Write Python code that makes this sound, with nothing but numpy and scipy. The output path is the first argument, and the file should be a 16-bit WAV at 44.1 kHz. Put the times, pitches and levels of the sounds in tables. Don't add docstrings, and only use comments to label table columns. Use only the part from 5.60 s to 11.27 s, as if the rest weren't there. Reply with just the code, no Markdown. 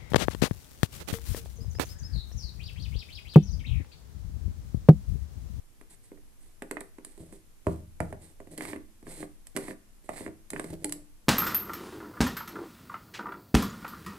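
import sys
import numpy as np
from scipy import signal
from scipy.fft import rfft, irfft, next_fast_len
from scipy.io import wavfile
from scipy.ndimage import uniform_filter1d

SR = 44100
rng = np.random.default_rng(int(sys.argv[2]) if len(sys.argv) > 2 else 0)


def unload_wav(signal):
    wavfile.write(
        sys.argv[1],
        SR,
        np.round(np.clip(np.atleast_2d(signal).T, -1, 1) * 32767).astype(np.int16),
    )


N = 250047
RESPONSE_SAMPLES = 32768

# f/Hz, relative density/dB
AIR_SPECTRUM = [(12, -8), (20, 8.5), (36, -16), (70, -19.5), (205, -25.5), (263, -25), (328, -27),
                (555, -33), (940, -35), (1880, -37.5), (2040, -37), (4200, -41), (11100, -37), (13800, -42),
                (15000, -61)]
# f/Hz, 0 (alike) to 1 (unrelated)
INCOHERENCE = [(25, 1), (70, 0.18), (160, 0.69), (400, 0.81), (1000, 0.99)]
# f/Hz, level/dB
CHANNEL_DIFFERENCE = [(300, 0.5), (600, -2.5), (1100, -9), (2000, -14), (4000, -5.5), (8500, -11.5),
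                      (10800, 5.5), (14000, -2)]
# f/Hz, T60/s
REVERB_TIMES = [(100, 0.62), (300, 0.31), (800, 0.29), (2000, 0.38), (9000, 0.3)]
# f/Hz, level/dB
ECHO_SPECTRUM = [(80, -6.5), (300, -4.5), (620, -1.5), (950, -3), (1400, 0.5), (2100, -5), (4500, -3.5),
                 (9000, -2.5)]
# f/Hz, gain/dB, T60/s
STANDING_WAVES = [(79.9, 7.5, 0.71), (98.6, -1.5, 0.48), (127.1, -7.5, 0.37), (165.8, 4, 0.36),
                  (215, 2.5, 0.9), (250.6, 2, 0.26), (298.4, 10.5, 0.28), (323.3, 7.5, 0.38),
                  (389.6, 8, 0.25), (458.4, 5.5, 0.34), (609, -4.5, 0.48), (821, -0.5, 0.51)]
# f/Hz, level/dB, T60/s
CAVITY_MODES = [(295.4, -33, 0.43), (844, -33.5, 0.073)]

# f/Hz, relative density/dB
HISS_SPECTRUM = [(1500, -23), (2900, -10), (4300, -4), (5800, -13.5), (7200, -2.5), (8500, 6.5), (9600, 3),
                 (11000, -0.5), (12500, -11), (15000, -19)]
# f/Hz, relative density/dB
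THREAD_SPECTRUM = [(500, 0.5), (950, -2), (1350, -11.5), (2050, 1), (2450, -8), (2900, -14), (4300, -10.5),
                   (6000, -17.5)]
BODY_SPECTRUM = [(60, -46), (110, -9), (155, 8), (230, -9.5), (310, 3.5), (440, -6), (620, -4), (850, -19),
                 (1300, -32)]
# t/s, duration/s, hiss/dB, rasp/dB, judder/dB
LID_TWISTS = [(2.969, 0.19, -49, -47.5, -46), (3.452, .21, -49, -55, -48),
              (3.947, 0.19, -51.5, -52.5, -44.5), (4.482, 0.213, -50.5, -51.5, -49.5),
              (4.913, 0.254, -58, -61, -42.5)]
# t/s, duration/s, hiss/dB, rumble/dB
LIGHT_RUBS = [(0.294, 0.066, -52, -63.5), (0.43, 0.068, -58.5, -87), (0.788, 0.18, -63, -70.5),
              (1.435, 0.23, -61.5, -72), (1.576, 0.17, -60, -51.5), (1.716, 0.089, -58.5, -50.5),
              (2.049, 0.18, -61, -41), (2.399, .15, -64, -47), (2.592, .17, -57, -58.5),
              (2.904, 0.086, -56.5, -49), (4.436, 0.068, -59, -62), (5.171, 0.3, -65, -47.5)]

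# f/Hz, relative level/dB, T60/s
JAR_MODES = [(89.4, -7, 0.086), (113.5, 0.5, 0.066), (149, 6.5, 0.046), (294.3, 1, 0.017),
             (371.5, -10.5, 0.037), (616, 1, 0.02), (660, -17, 0.0076), (1080, -42, 0.0038),
             (1238, 2, 0.0088), (1616, -4.5, 0.0091), (1913, 15, 0.0046), (2260, -10, 0.016),
             (3130, 37, 0.0049), (4100, -8, 0.009), (4670, -9.5, 0.0048), (9300, 8, 0.0017)]
# low f/Hz, high f/Hz, gain/dB, contact noise/dB, its T60/s, rise/s, room feed/dB
IMPACT_BANDS = [(77, 182, -5, -11.5, 0.023, 0.00097, 6.5), (218, 598, -0.5, -10, 0.096, 0.00033, 0),
                (398, 995, -0.5, -8, 0.015, 0.00032, -2), (850, 2206, -1, -11.5, 0.028, 0.00083, -3),
                (2440, 14000, 0, 18, 0.012, 0.0017, -5)]
# t/s, level/dB, hardness/(dB per octave), desk boom offset/dB
DESK_THUMPS = [(1.601, -47, -10, 2.5), (2.068, -21.5, -4, -4), (2.403, -31, 3.5, 1.5),
               (2.526, -40.5, 2, -4.5), (2.802, -46, .5, -13), (4.491, -36, 3.5, -15)]
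# t/s, level/dB, hardness/(dB per octave), rim tick offset/dB
LID_KNOCKS = [(0.212, -55.5, 2, -4), (0.517, -44, -6.5, -24), (0.574, -59.5, 0, -24), (1.021, -40, 1.6, -5),
              (1.111, -37.5, 2.5, 1), (1.169, -41, 5, -16), (1.211, -43, 1, -29), (1.384, -45, -3.5, -16),
              (1.468, -55, -6, -6), (1.577, -51, -5.5, -5.5), (1.725, -47, -4, -8), (2.872, -48, -5, -17),
              (2.982, -41, -0.5, -5), (3.008, -44.5, 6, -4), (3.021, -42.5, -2.5, -1.5),
              (3.052, -52.5, 8, 8), (3.132, -38, 1.5, -26), (3.16, -39, -1.5, -15),
              (3.427, -50.5, -4.5, -13), (3.468, -46, -0.5, -17), (3.628, -38.5, 0, -29),
              (3.964, -32, 1, 0.5), (3.972, -37.5, 2, 2), (4.082, -40, 1, -7.5), (4.109, -46.5, 3.5, -16),
              (4.607, -39, -4.5, -14), (4.663, -37, -0.5, -26), (4.678, -39.5, -3.5, -24),
              (4.933, -35, -0.5, -8.5), (4.962, -49, 8.5, -16), (4.996, -35, 1.5, -1.5),
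              (5.042, -40.5, -2, -5), (5.103, -43, -10.5, -8.5), (5.244, -36.5, 1, 10)]
# t/s, level/dB
LIGHT_CLICKS = [(1.206, -41), (1.448, -40), (2.977, -39), (3.869, -46), (4.903, -36), (5.294, -41),
                (5.323, -30)]
# desk/dB, hollow/dB, base/dB, wall/dB, tick/dB
THUMP_WEIGHTS = (1, -3.5, 1.5, -12, -18.5)
KNOCK_WEIGHTS = (-12.5, 0, -4.5, -5.5, -2)
CLICK_WEIGHTS = (-30, -25, -19, -14.5, -1)


def undb(db):
    return 10 ** (np.asarray(db) / 20)


def unit(x):
    return x / np.sqrt(np.mean(x ** 2))


def on_log_axis(points, hz):
    f, value = np.transpose(points)
    return np.interp(np.log(hz + 1e-3), np.log(f), value)


def colour(x, points, depth=1):
    n = x.shape[-1]
    size = next_fast_len(n + 1024)
    gain = undb(depth * on_log_axis(points, np.fft.rfftfreq(size, 1 / SR)))
    return irfft(rfft(x, size) * gain, size)[..., :n]


def fluctuation(rate_hz):
    hold = max(int(SR / rate_hz), 1)
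    steps = np.repeat(rng.standard_normal(N // hold + 1), hold)
    return unit(uniform_filter1d(uniform_filter1d(steps, hold), hold)[:N])


def diffuse_field(n):
    mid, side = rfft(rng.standard_normal((2, n)))
    angle = np.pi / 4 * np.clip(on_log_axis(INCOHERENCE, np.fft.rfftfreq(n, 1 / SR)), 0, 1)
    return irfft(mid * np.cos(angle) + np.outer([1, -1], side * np.sin(angle)), n)


def direct_path(x, lag_s=0.00021):
    size = next_fast_len(len(x))
    phase = np.pi / 2 * np.tanh(4 * np.fft.rfftfreq(size, 1 / SR) * lag_s)
    late = irfft(rfft(x, size) * np.exp(-1j * phase), size)[:len(x)]
    return np.array([colour(late, CHANNEL_DIFFERENCE, depth=0.62),
                     colour(x, CHANNEL_DIFFERENCE, depth=-0.47)])


def still_air(level_db=-53):
    return unit(colour(diffuse_field(N), AIR_SPECTRUM)) * undb(level_db)


def room_response(first_echo_s=0.0039, build_s=0.0027, early_db=11.5, early_s=0.01):
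    n = RESPONSE_SAMPLES
    t = np.arange(n) / SR
    spectrum = rfft(colour(unit(diffuse_field(n)), ECHO_SPECTRUM))
    octave = np.round(np.log2(np.maximum(np.fft.rfftfreq(n, 1 / SR), 64)))
    onset = np.clip((t - first_echo_s) / build_s, 0, 1) * undb(early_db * np.exp(-t / early_s))
    tail = np.zeros((2, n))
    for k in np.unique(octave):
        decay = undb(-60 * t / on_log_axis(REVERB_TIMES, 2 ** k))
        tail += irfft(spectrum * (octave == k)) * unit(onset * decay)
    standing = sum(undb(db - 60 * t / t60) * np.cos(2 * np.pi * hz * t) * 2 * np.log(1000) / (t60 * SR)
                   for hz, db, t60 in STANDING_WAVES)
    return tail / np.sqrt(n) + standing


def reverberate(x, room):
    return signal.oaconvolve(x[None], room, axes=1)[:, :N]


def cavity_ring(open_s=5.248, rise_s=0.0037):
    t = np.maximum(np.arange(N) / SR - open_s, 0)
    tones = sum(np.sin(2 * np.pi * hz * t) * undb(db - 60 * t / t60) for hz, db, t60 in CAVITY_MODES)
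    return direct_path(tones * (1 - np.exp(-t / rise_s)))


def friction_envelopes(hiss_power=0.78, rasp_power=0.61, judder_speed=0.39, glide_db=-12):
    t = np.arange(N) / SR
    gains = np.zeros((3, N))
    for start, length, hiss_db, rasp_db, judder_db in LID_TWISTS:
        on = (t > start) & (t < start + length)
        speed = np.sin(np.pi * (t[on] - start) / length)
        ratio = speed / judder_speed
        judder = ratio * np.exp((1 - ratio ** 2) / 2) + undb(glide_db) * speed
        gains[0, on] += undb(hiss_db) * speed ** hiss_power
        gains[1, on] += undb(rasp_db) * speed ** rasp_power
        gains[2, on] += undb(judder_db) * judder
    for start, length, hiss_db, rumble_db in LIGHT_RUBS:
        swell = np.interp((t - start) / length, [0, 0.19, 1], [0, 1, 0])
        rasp_db = hiss_db - 8.5
        gains += np.outer(undb([hiss_db, rasp_db, rumble_db]), swell)
    return gains


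def stick_slip(spectrum, rate_hz, scatter_db):
    sizes = undb(scatter_db * np.minimum(rng.exponential(size=N), 4.5)) * rng.standard_normal(N)
    releases = sizes * (rng.random(N) < rate_hz / SR)
    return unit(colour(releases, spectrum))


def scrapes(room, hiss_db=-2, rasp_db=-1, rumble_db=-2, room_db=-4, uneven_db=2, diffuse_db=-9):
    hiss_gain, rasp_gain, rumble_gain = friction_envelopes()
    hiss = stick_slip(HISS_SPECTRUM, rate_hz=4500, scatter_db=-0.5) * hiss_gain * undb(hiss_db)
    rasp = stick_slip(THREAD_SPECTRUM, rate_hz=2000, scatter_db=0) * rasp_gain * undb(rasp_db)
    rumble = stick_slip(BODY_SPECTRUM, rate_hz=900, scatter_db=2.5) * rumble_gain * undb(rumble_db)
    rub = (hiss + rasp + rumble) * undb(uneven_db * fluctuation(rate_hz=70))
    around_lid = unit(colour(diffuse_field(N), HISS_SPECTRUM)) * hiss_gain * undb(diffuse_db)
    return direct_path(rub) + around_lid + undb(room_db) * reverberate(rub, room)


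def impact_levels(pivot_hz=340, landing_s=2.06, held_db=-15):
    centres_hz = np.array([np.sqrt(lo * hi) for lo, hi, *_ in IMPACT_BANDS])
    octaves = np.log2(centres_hz / pivot_hz)
    desk_band, *_, tick_band = np.eye(len(IMPACT_BANDS))
    events = []
    for start, db, hardness, boom_db in DESK_THUMPS:
        tilt_db = np.where(desk_band, boom_db, hardness * np.minimum(octaves, 2))
        events.append((start, db + np.array(THUMP_WEIGHTS) + tilt_db))
    for start, db, hardness, tick_db in LID_KNOCKS:
        tilt_db = np.where(tick_band, tick_db, hardness * octaves)
        isolation_db = desk_band * held_db * (start < landing_s)
        events.append((start, db + np.array(KNOCK_WEIGHTS) + tilt_db + isolation_db))
    return events + [(start, db + np.array(CLICK_WEIGHTS)) for start, db in LIGHT_CLICKS]


def bandpass(x, lo_hz, hi_hz, order=3):
    edges_hz = [lo_hz, min(hi_hz, SR / 2 - 100)]
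    return signal.sosfilt(signal.butter(order, edges_hz, "band", fs=SR, output="sos"), x)


def struck_band(lo_hz, hi_hz, crack_db, crack_t60, rise_s, detune=0.026, attack_s=0.006, skirt=0.77):
    t = np.arange(RESPONSE_SAMPLES // 8) / SR
    modes = np.zeros(len(t))
    for hz, db, t60 in JAR_MODES:
        if lo_hz <= hz < hi_hz:
            gripped_hz = hz * (1 + detune * rng.standard_normal())
            modes -= undb(db - 60 * t / t60) * np.sin(2 * np.pi * gripped_hz * t)
    noise = colour(rng.standard_normal(len(t)), HISS_SPECTRUM, depth=0.85)
    crack = bandpass(noise, lo_hz, hi_hz) * undb(-60 * t / crack_t60)
    attack = slice(int(attack_s * SR))
    hit = modes / np.std(modes[attack]) + undb(crack_db) * crack / np.std(crack[attack])
    hit *= 1 - np.exp(-t / rise_s)
    hit = bandpass(hit, lo_hz * skirt, hi_hz / skirt, order=2)
    return hit / np.std(hit[attack])


def impacts(room):
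    direct, to_room = np.zeros((2, N + RESPONSE_SAMPLES))
    events = impact_levels()
    for k, (lo_hz, hi_hz, gain_db, crack_db, crack_t60, rise_s, room_db) in enumerate(IMPACT_BANDS):
        for start, levels_db in events:
            hit = struck_band(lo_hz, hi_hz, crack_db, crack_t60, rise_s) * undb(levels_db[k] + gain_db)
            first = int(start * SR)
            direct[first:first + len(hit)] += hit
            to_room[first:first + len(hit)] += hit * undb(room_db)
    return direct_path(direct[:N]) + reverberate(to_room, room)


def scene():
    room = room_response()
    return impacts(room) + scrapes(room) + cavity_ring() + still_air()


def record(dry):
    return signal.sosfilt(signal.ellip(N=8, rp=0.2, rs=70, Wn=14500, fs=SR, output="sos"), dry)


dry = scene()
out = record(dry)
unload_wav(out)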